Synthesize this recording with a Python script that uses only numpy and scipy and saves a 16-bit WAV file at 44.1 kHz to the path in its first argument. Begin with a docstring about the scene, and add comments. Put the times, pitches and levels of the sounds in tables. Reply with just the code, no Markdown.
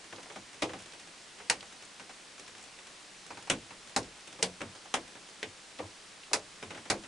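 """Tree drips on a shelter roof

Large drops fall from trees onto the roof of a small shelter in a wood; the microphone is inside. Each drop is a
filtered crack with near-wall echoes, a decaying noise tail and two ringing modes of the roof; smaller, fainter
ones land at random, and low sine pulses thump. Outside, noise bursts tick on leaves over the faint, steady wash
of light rain, made of shaped noise."""
import sys
import numpy as np
from scipy import signal
from scipy.fft import rfft, irfft
from scipy.io import wavfile
from scipy.ndimage import uniform_filter1d

SR = 44100
rng = np.random.default_rng(int(sys.argv[2]) if len(sys.argv) > 2 else 0)


def master(y):
    """Save y as 16-bit WAV."""
    cut = np.clip(np.atleast_2d(y).T, -1, 1)
    pcm = np.round(cut * 32767)  # scale
    wavfile.write(sys.argv[1], SR, pcm.astype(np.int16))


N = 311829

# Large drops on the roof. Each row: start in seconds, name of the spot, level in dB at 1 kHz before the
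# common trim, extra bass in dB, treble slope in dB per octave, crack against tail in dB.
ROOF_DROPS = [(0.1263, "tip", -3.5, 0.5, -5.3, 1), (0.181, "pat", -7, -1, -11, -15),
              (0.258, "tip", -12, -17, -5.5, -3), (0.2988, "pat", -7, -8, -5.5, -8),
              (0.3592, "tip", -3, 4, -6, -2), (0.6205, "knock", 9.5, 0.5, -3.4, -20),
              (0.692, "tap", -5.5, -1, -5, -10), (0.7339, "tip", -1, 4.5, -5.5, -1),
              (0.935, "pat", -12.5, -2, -3, -3), (1.4005, "pat", -9, -8, -8, -6),
              (1.4985, "click", 10.5, -7, 0.8, 2), (1.6279, "tip", -9.5, -5, -4, 6),
              (1.9968, "click", -6.5, 0, -4.5, -5), (2.093, "tock", -8.5, -5, -4, -8),
              (2.551, "pat", -16, 1, -2.5, 13), (2.7884, "pat", -15.5, -5, -2, 1),
              (3.305, "click", -3, -1, -6.5, -3), (3.372, "click", -8.5, 6, -4, -4),
              (3.4727, "click", -8, 0, -4.8, -2), (3.4992, "tap", 8.5, 6, 0.35, -4),
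              (3.7056, "click", -8.5, 2.5, -5, -4), (3.9629, "clack", 12, 1.5, -1.27, -1.5),
              (4.389, "knock", -8.5, 4.5, -5.2, -7), (4.4265, "clonk", 8, -2, 1, 0.5),
              (4.605, "pat", -2.5, 5.5, -6, -13), (4.616, "tap", -1, 7.5, -3.9, 2.5),
              (4.7511, "tip", -11.5, -3, -3, 2), (4.855, "tip", -10.5, -10, -6.5, -6),
              (4.9398, "tock", 11.5, -7, -2, -4), (5.1531, "tap", -12, 3, -4.7, -1),
              (5.429, "plock", -1.5, 1.5, -2.5, 3.5), (5.793, "knock", 3, -1.5, -10.3, -7),
              (6.314, "knock", -5, 2, -12, -2), (6.332, "slap", 9.5, -5.5, 0.93, -5.5),
              (6.6267, "pat", -3, 5.5, -4.5, -0.5), (6.705, "tap", -4.5, 3, -4, -12),
              (6.7464, "tap", -8, 6.5, -4.5, -14), (6.775, "tip", -6.5, -1, -5.2, -5),
              (6.855, "tap", -10, -1, -4, -3), (6.8999, "thud", 12, 1, -1.2, -5),
              (7.036, "pat", -10, 4, -3, -12)]
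# Spots of the roof under the dripping branches, named by sound. Each entry: main pitch in Hz, its ring in dB,
# second pitch in Hz, its ring in dB, dip in the blow's spectrum in Hz, extra knock in dB, extra snap in dB.
ROOF_SPOTS = {"tip": (785, -7.5, 310, -15, 4500, -1.5, -1), "pat": (424.5, -9, 324, -17, 4480, -1, 2),
              "tock": (767, -2.5, 253, -10.5, 4480, -3.5, -2.5),
              "knock": (544, -6.5, 306, -7, 1542, 3.5, -0.5),
              "tap": (555, -9.5, 223.5, -14.5, 4700, 0.5, 2), "click": (935, -3.5, 811, -6, 3452, -4, 1),
              "clack": (796, -0.5, 274, -9, 3180, -2, -6.5), "clonk": (455, -2, 182.5, -7.5, 1290, 2, -2.5),
              "plock": (434, -2, 657, -12, 1320, 1.5, 9), "slap": (976, -6.5, 431.5, -5, 3102, -0.5, -2),
              "thud": (337, -8.5, 206, -10, 3160, 0.5, -2)}
# Band centres of a blow in Hz: boom, body, knock, level, snap, splash and spray.
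BAND_HZ = (95, 240, 500, 1020, 2400, 5300, 9000)
# Colour common to all blows, in dB against 1 kHz: boom, body, knock, snap, splash and spray.
COMMON_COLOUR_DB = (-6.5, -2.5, 3.5, 1.5, -1, -5)
# Resonances of the roof, heard in every drop. Each row: centre in Hz, width in Hz, peak in dB.
ROOF_RESONANCES = [(48.3, 4.1, 16.5), (100, 51, 5), (190, 34, 4), (269, 25, 5), (331, 24, 6.5),
                   (498, 24, 3.5), (810, 130, 1.5), (1200, 52, 1.5), (1530, 160, 1), (1780, 150, -1),
                   (2670, 1700, 1)]
# Decay of the shelter's ring. Each row: frequency in Hz, time to fall by 60 dB in seconds.
RING_T60 = [(80, 0.42), (210, 0.32), (560, 0.2), (1470, 0.13), (3880, 0.11), (9000, 0.11)]
# Growth of that ring. Each row: frequency in Hz, time constant in seconds.
RING_BUILD_UP = [(80, 0.0057), (300, 0.0039), (1000, 0.0025), (8000, 0.00053)]
# First echoes off the near walls. Each row: nominal delay in seconds, nominal level in dB.
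WALL_ECHOES = [(.0007, -3), (.0014, -2.5), (.0021, -31), (.0027, -6), (.0033, -7.5), (.0045, -14)]
# Channel difference inside the shelter. Each row: frequency in Hz, side against mid in dB.
SIDE_DB = [(60, -30), (250, -24), (500, -17), (1000, -8), (2000, -5.5), (4000, -5.5), (9000, -8)]
# Soft low thumps as the roof springs back. Each row: start in seconds, peak level in dB.
ROOF_THUMPS = [(4.631, -52), (5.448, -51.5), (5.815, -47), (6.648, -52)]
# Drops on nearby leaves. Each row: start in seconds, level in dB before the common trim, centre in Hz.
LEAF_TICKS = [(0.161, -13, 4300), (0.8211, -21, 6940), (0.922, -15, 3960), (1.607, -7, 3520),
              (1.8513, -18.5, 6500), (2.4637, -15.5, 3800), (2.627, -19.5, 6630), (4.0295, -11.5, 4470),
              (5.7878, -7, 2980), (6.2333, -12.5, 2700)]
# Relative spectrum of light rain in the wood. Each row: frequency in Hz, density in dB per Hz.
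RAIN_SPECTRUM = [(20, -9), (40, -9), (60, -16), (100, -9), (140, -10), (185, -3.5), (240, -6), (330, -4),
                 (520, -5), (1000, -5), (2500, -5), (5000, -7), (8800, -11), (11000, -19)]
# Likeness of the rain's channels. Each row: frequency in Hz, correlation from 0 to 1.
RAIN_CORRELATION = [(60, 0.83), (170, 0.88), (490, 0.64), (1380, 0.66), (3940, 0.72), (11200, 0.68)]

EDGE_HZ = 11080  # upper edge of the recorder's band
THUMP_HZ = 96.3
SWING = 0.44  # heavy drops set the whole roof swinging: dB of deep bass per dB of level


def gain_of(db):
    """Decibels are twenty times the logarithm of an amplitude ratio; this inverts them."""
    return 10 ** (np.asarray(db) / 20)


def evened(x):
    """Mean power is the square of the rms: scales a signal to rms 1."""
    return x / np.sqrt(np.mean(x ** 2) + 1e-20)


def unit(x):
    """Energy is the sum of squares: scales a signal to energy 1."""
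    return x / np.sqrt(np.sum(x ** 2) + 1e-20)


def read(points, hz):
    """Pitch is logarithmic: interpolates (Hz, value) points on a log-frequency axis."""
    f, value = np.transpose(points)
    return np.interp(np.log(hz + 1), np.log(f + 1), value)


def add(mix, s, sound):
    """Superposition: sounds add linearly, here from time s in seconds."""
    part = mix[:, max(round(s * SR), 0):][:, :sound.shape[-1]]
    part += sound[..., :part.shape[1]]


def causal(db):
    """Minimum phase: a folded cepstrum gives these gains with no sound before the blow."""
    cepstrum = irfft(np.log(gain_of(db)))
    half = len(cepstrum) // 2
    cepstrum[1:half] *= 2
    cepstrum[half + 1:] = 0
    return np.exp(rfft(cepstrum))


def wash(level_db=-52):
    """Incoherent superposition: countless distant drops blend into a hiss with faint, quickly changing patches."""
    window, hop = 2048, 512  # samples
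    frames, hz = N // hop + 6, np.fft.rfftfreq(window, 1 / SR)
    a, b, c, d, patches = rng.standard_normal((5, frames, len(hz)))
    patches = uniform_filter1d(patches, size=3, axis=0)  # along time
    patches = uniform_filter1d(patches, size=40, axis=1)  # along frequency
    patches_db = 0.6 * evened(patches)

    same = np.clip(read(RAIN_CORRELATION, hz), -1, 1)
    left, independent = a + 1j * b, c + 1j * d
    right = same * left + np.sqrt(1 - same ** 2) * independent
    spectrum = np.array([left, right]) * gain_of(read(RAIN_SPECTRUM, hz) + patches_db)
    spectrum = spectrum * (hz < 1.05 * EDGE_HZ)
    _, hiss = signal.istft(spectrum.transpose(0, 2, 1), nperseg=window, noverlap=window - hop)
    return gain_of(level_db) * evened(hiss[:, :N])


def drop_colour(bass_db, slope_db, knock_db=0, snap_db=0):
    """Impact spectrum: pushing the roof further adds bass, bursting slowly loses treble; spots add knock and snap."""
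    octaves = np.log2(np.array(BAND_HZ[-3:]) / BAND_HZ[3])  # above the level band
    snap, splash, spray = slope_db * octaves
    return np.array(COMMON_COLOUR_DB) + [bass_db, bass_db, knock_db, snap + snap_db, splash, spray]


def blow_colour(hz, colour, null_hz, swing_db, sub_db=-11, top_db=-8, null_db=-9):
    """Source and resonator: a broad tilt, a dip set by the time of contact, and the roof's resonances, in dB."""
    colour = np.insert(colour, len(colour) // 2, 0)  # the middle band, 1 kHz, is the reference
    lowest = (55, colour[0] + sub_db + swing_db)
    highest = (EDGE_HZ, colour[-1] + top_db)
    tilt = read([lowest, *zip(BAND_HZ, colour), highest], hz)
    octaves = np.log2((hz + 1) / null_hz)
    dip = null_db * np.exp(-(octaves / 0.12) ** 2 / 2)
    resonances = sum(peak / (1 + (2 * (hz - f) / width) ** 2) for f, width, peak in ROOF_RESONANCES)
    return tilt + dip + resonances


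def crack(hz, spread=0.1636, skew=0.000012, lean_db=3.0, corner_hz=900, smear=0.00018,
          wall_smear=0.1645, dull_hz=5000, clear=0.0017):
    """Early reflections: a sharp first pulse and its near-wall echoes, each from its own direction.

    The skew, smear and clear settings are in seconds; spread and wall_smear are fractions of the delay.
    """
    delay, db = np.transpose([(0.00031, 0)] + WALL_ECHOES)
    shift, angle, lean, sign = rng.uniform(-1, 1, (4, len(delay)))
    ear = np.array([[1], [-1]])
    arrival = delay * (1 + spread * shift) + ear * skew * angle * (delay > 0)
    # in a sheet the treble runs ahead of the bass, and later paths are smeared more
    lag = (smear + wall_smear * delay)[:, None] * (1 - hz / (2 * EDGE_HZ))
    # the earliest sound comes from overhead, off the microphone's axis, and is duller
    earliness = np.exp(-(delay[:, None] / clear) ** 2)
    dulling = 1 / np.sqrt(1 + (hz / dull_hz) ** 4 * earliness)
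    height = (np.sign(sign) * gain_of(db + ear * lean_db * lean))[..., None] * dulling
    height = height / np.sqrt((height ** 2).sum(1).mean(0))
    pulses = (height * np.exp(-2j * np.pi * hz * (arrival[..., None] + lag))).sum(1)
    highpass = 1j * hz / (corner_hz + 1j * hz)
    return pulses * highpass


def shelter_tail(hz, t, count=14):
    """Reverberation: dense echoes, flat in spectrum; treble comes and goes fast, bass builds up and lingers."""
    edges = np.r_[0, np.geomspace(70, 12000, count)]
    noise = rfft(rng.standard_normal((2, len(t))))
    tail = np.zeros((2, len(t)))
    for lo, hi in zip(edges, edges[1:]):
        centre = (lo + hi) / 2
        growth = 1 - np.exp(-t / read(RING_BUILD_UP, centre))
        decay = np.exp(-np.log(1000) * t / read(RING_T60, centre))
        mid, side = irfft(noise * ((hz >= lo) & (hz < hi))) * (growth * decay)
        side = gain_of(read(SIDE_DB, centre)) * unit(side)
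        bandwidth_gain = np.sqrt(2 * (hi - lo) / SR)
        tail += bandwidth_gain * (unit(mid) + np.array([side, -side]))
    return rfft(tail)


def patch_ring(hz, t, t60=0.13, pitch_hz=500, damping=1.0, rise=0.0021):
    """Damped vibration: one mode of the struck patch, with t60 in seconds at pitch_hz; higher modes die sooner."""
    life = t60 * (pitch_hz / hz) ** damping
    envelope = (1 - np.exp(-t / rise)) * np.exp(-np.log(1000) * t / life)
    return unit(np.sin(2 * np.pi * hz * t) * envelope)


def roof_drop(level, colour, modes, crack_db, null_hz, size=12288, bright_db=1.0, hollow_hz=1200):
    """Impact excitation: crack and echoes take the colour of the blow, and the struck patch rings on."""
    hz, t = np.fft.rfftfreq(size, 1 / SR), np.arange(size) / SR
    db = level + blow_colour(hz, colour, null_hz, SWING * level)
    # the treble arrives more directly
    direct = gain_of(crack_db + read([(1500, 0), (8000, bright_db)], hz))
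    # crack and tail share the blow's energy; 900 Hz is the crack's highpass corner
    share = 1 + direct ** 2 * hz ** 2 / (hz ** 2 + 900 ** 2)
    blow = causal(db - 10 * np.log10(share))
    spectrum = blow * (direct * crack(hz) + shelter_tail(hz, t))
    # the low part of the blow drives the modes
    hollow = np.linalg.norm(irfft(spectrum.mean(0) * (hz < hollow_hz)))
    ring = hollow * sum(gain_of(ring_db) * patch_ring(ring_hz, t) for ring_hz, ring_db in modes)
    fade = np.minimum(1, (t[-1] - t) / (t[-1] / 10))
    return (irfft(spectrum) + ring) * fade


def roof(trim_db=-1):
    """Local modes: each large drop rings the spot that it lands on."""
    out = np.zeros((2, N))
    for s, spot, level, bass_db, slope_db, crack_db in ROOF_DROPS:
        main_hz, main_db, second_hz, second_db, null_hz, knock_db, snap_db = ROOF_SPOTS[spot]
        modes = [(main_hz, main_db), (second_hz, second_db)]
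        colour = drop_colour(bass_db, slope_db, knock_db, snap_db)
        add(out, s, roof_drop(level + trim_db, colour, modes, crack_db, null_hz))
    return out


def droplets(count=36, level_db=-17, spread_db=5, bass_db=4, slope_db=0.0, low_hz=250, range_hz=550,
             ring_db=-10):
    """Random impacts: small, fainter drops land on the roof at independent times, each ringing one mode."""
    out = np.zeros((2, N))
    colour = drop_colour(bass_db, slope_db)
    for when, size, pitch in rng.random((count, 3)):
        modes = [(low_hz + range_hz * pitch, ring_db)]
        drop = roof_drop(level_db - spread_db * size, colour, modes, crack_db=-0.5, null_hz=4500)
        add(out, when * N / SR, drop)
    return out


def leaf_tick(db, centre_hz, octaves=0.44, decay=0.0046, side_db=-8, size=2048):
    """Band-limited noise burst: a drop sprays for milliseconds (decay in seconds) around its leaf's own pitch."""
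    hz, t = np.fft.rfftfreq(size, 1 / SR), np.arange(size) / SR
    mid, side = rng.standard_normal((2, size)) * np.exp(-t / decay)
    side = gain_of(side_db) * unit(side)
    colour = db - 10 * np.log10(1 + (np.log2((hz + 1) / centre_hz) / octaves) ** 4)
    return irfft(causal(colour) * rfft(unit(mid) + np.array([side, -side])))


def leaves(count=260, near_db=-3, far_db=-24, spread_db=12, low_hz=1800, high_hz=7500):
    """Spatial distribution: a few near ticks, and a patter of many far ones, most of them faint."""
    out = np.zeros((2, N))
    for s, db, hz in LEAF_TICKS:
        add(out, s, leaf_tick(db + near_db, hz, decay=0.005))
    for when, area, pitch in rng.random((count, 3)):
        db = far_db - spread_db * np.sqrt(area)  # drops fall evenly over the ground, so few are close
        centre_hz = low_hz * (high_hz / low_hz) ** pitch
        add(out, when * N / SR, leaf_tick(db, centre_hz, decay=0.0012))
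    return out


def thumps(length=0.083):
    """Low-frequency oscillation: the roof swings a few slow cycles under a smooth swell (length in seconds)."""
    out, t = np.zeros((2, N)), np.arange(0, length, 1 / SR)
    swing = np.sin(2 * np.pi * THUMP_HZ * t) * np.hanning(len(t))
    for s, db in ROOF_THUMPS:
        add(out, s, gain_of(db) * swing)
    return out


def scene():
    """Linear superposition: the roof overhead, the wood all around."""
    return wash() + roof() + droplets() + leaves() + thumps()


def record(dry):
    """Band limitation: a linear-phase lowpass sets the recorder's upper edge."""
    lowpass = signal.firwin(401, EDGE_HZ, window=("kaiser", 8), fs=SR)
    return signal.oaconvolve(dry, lowpass[None], "same")


dry = scene()
out = record(dry)
master(out)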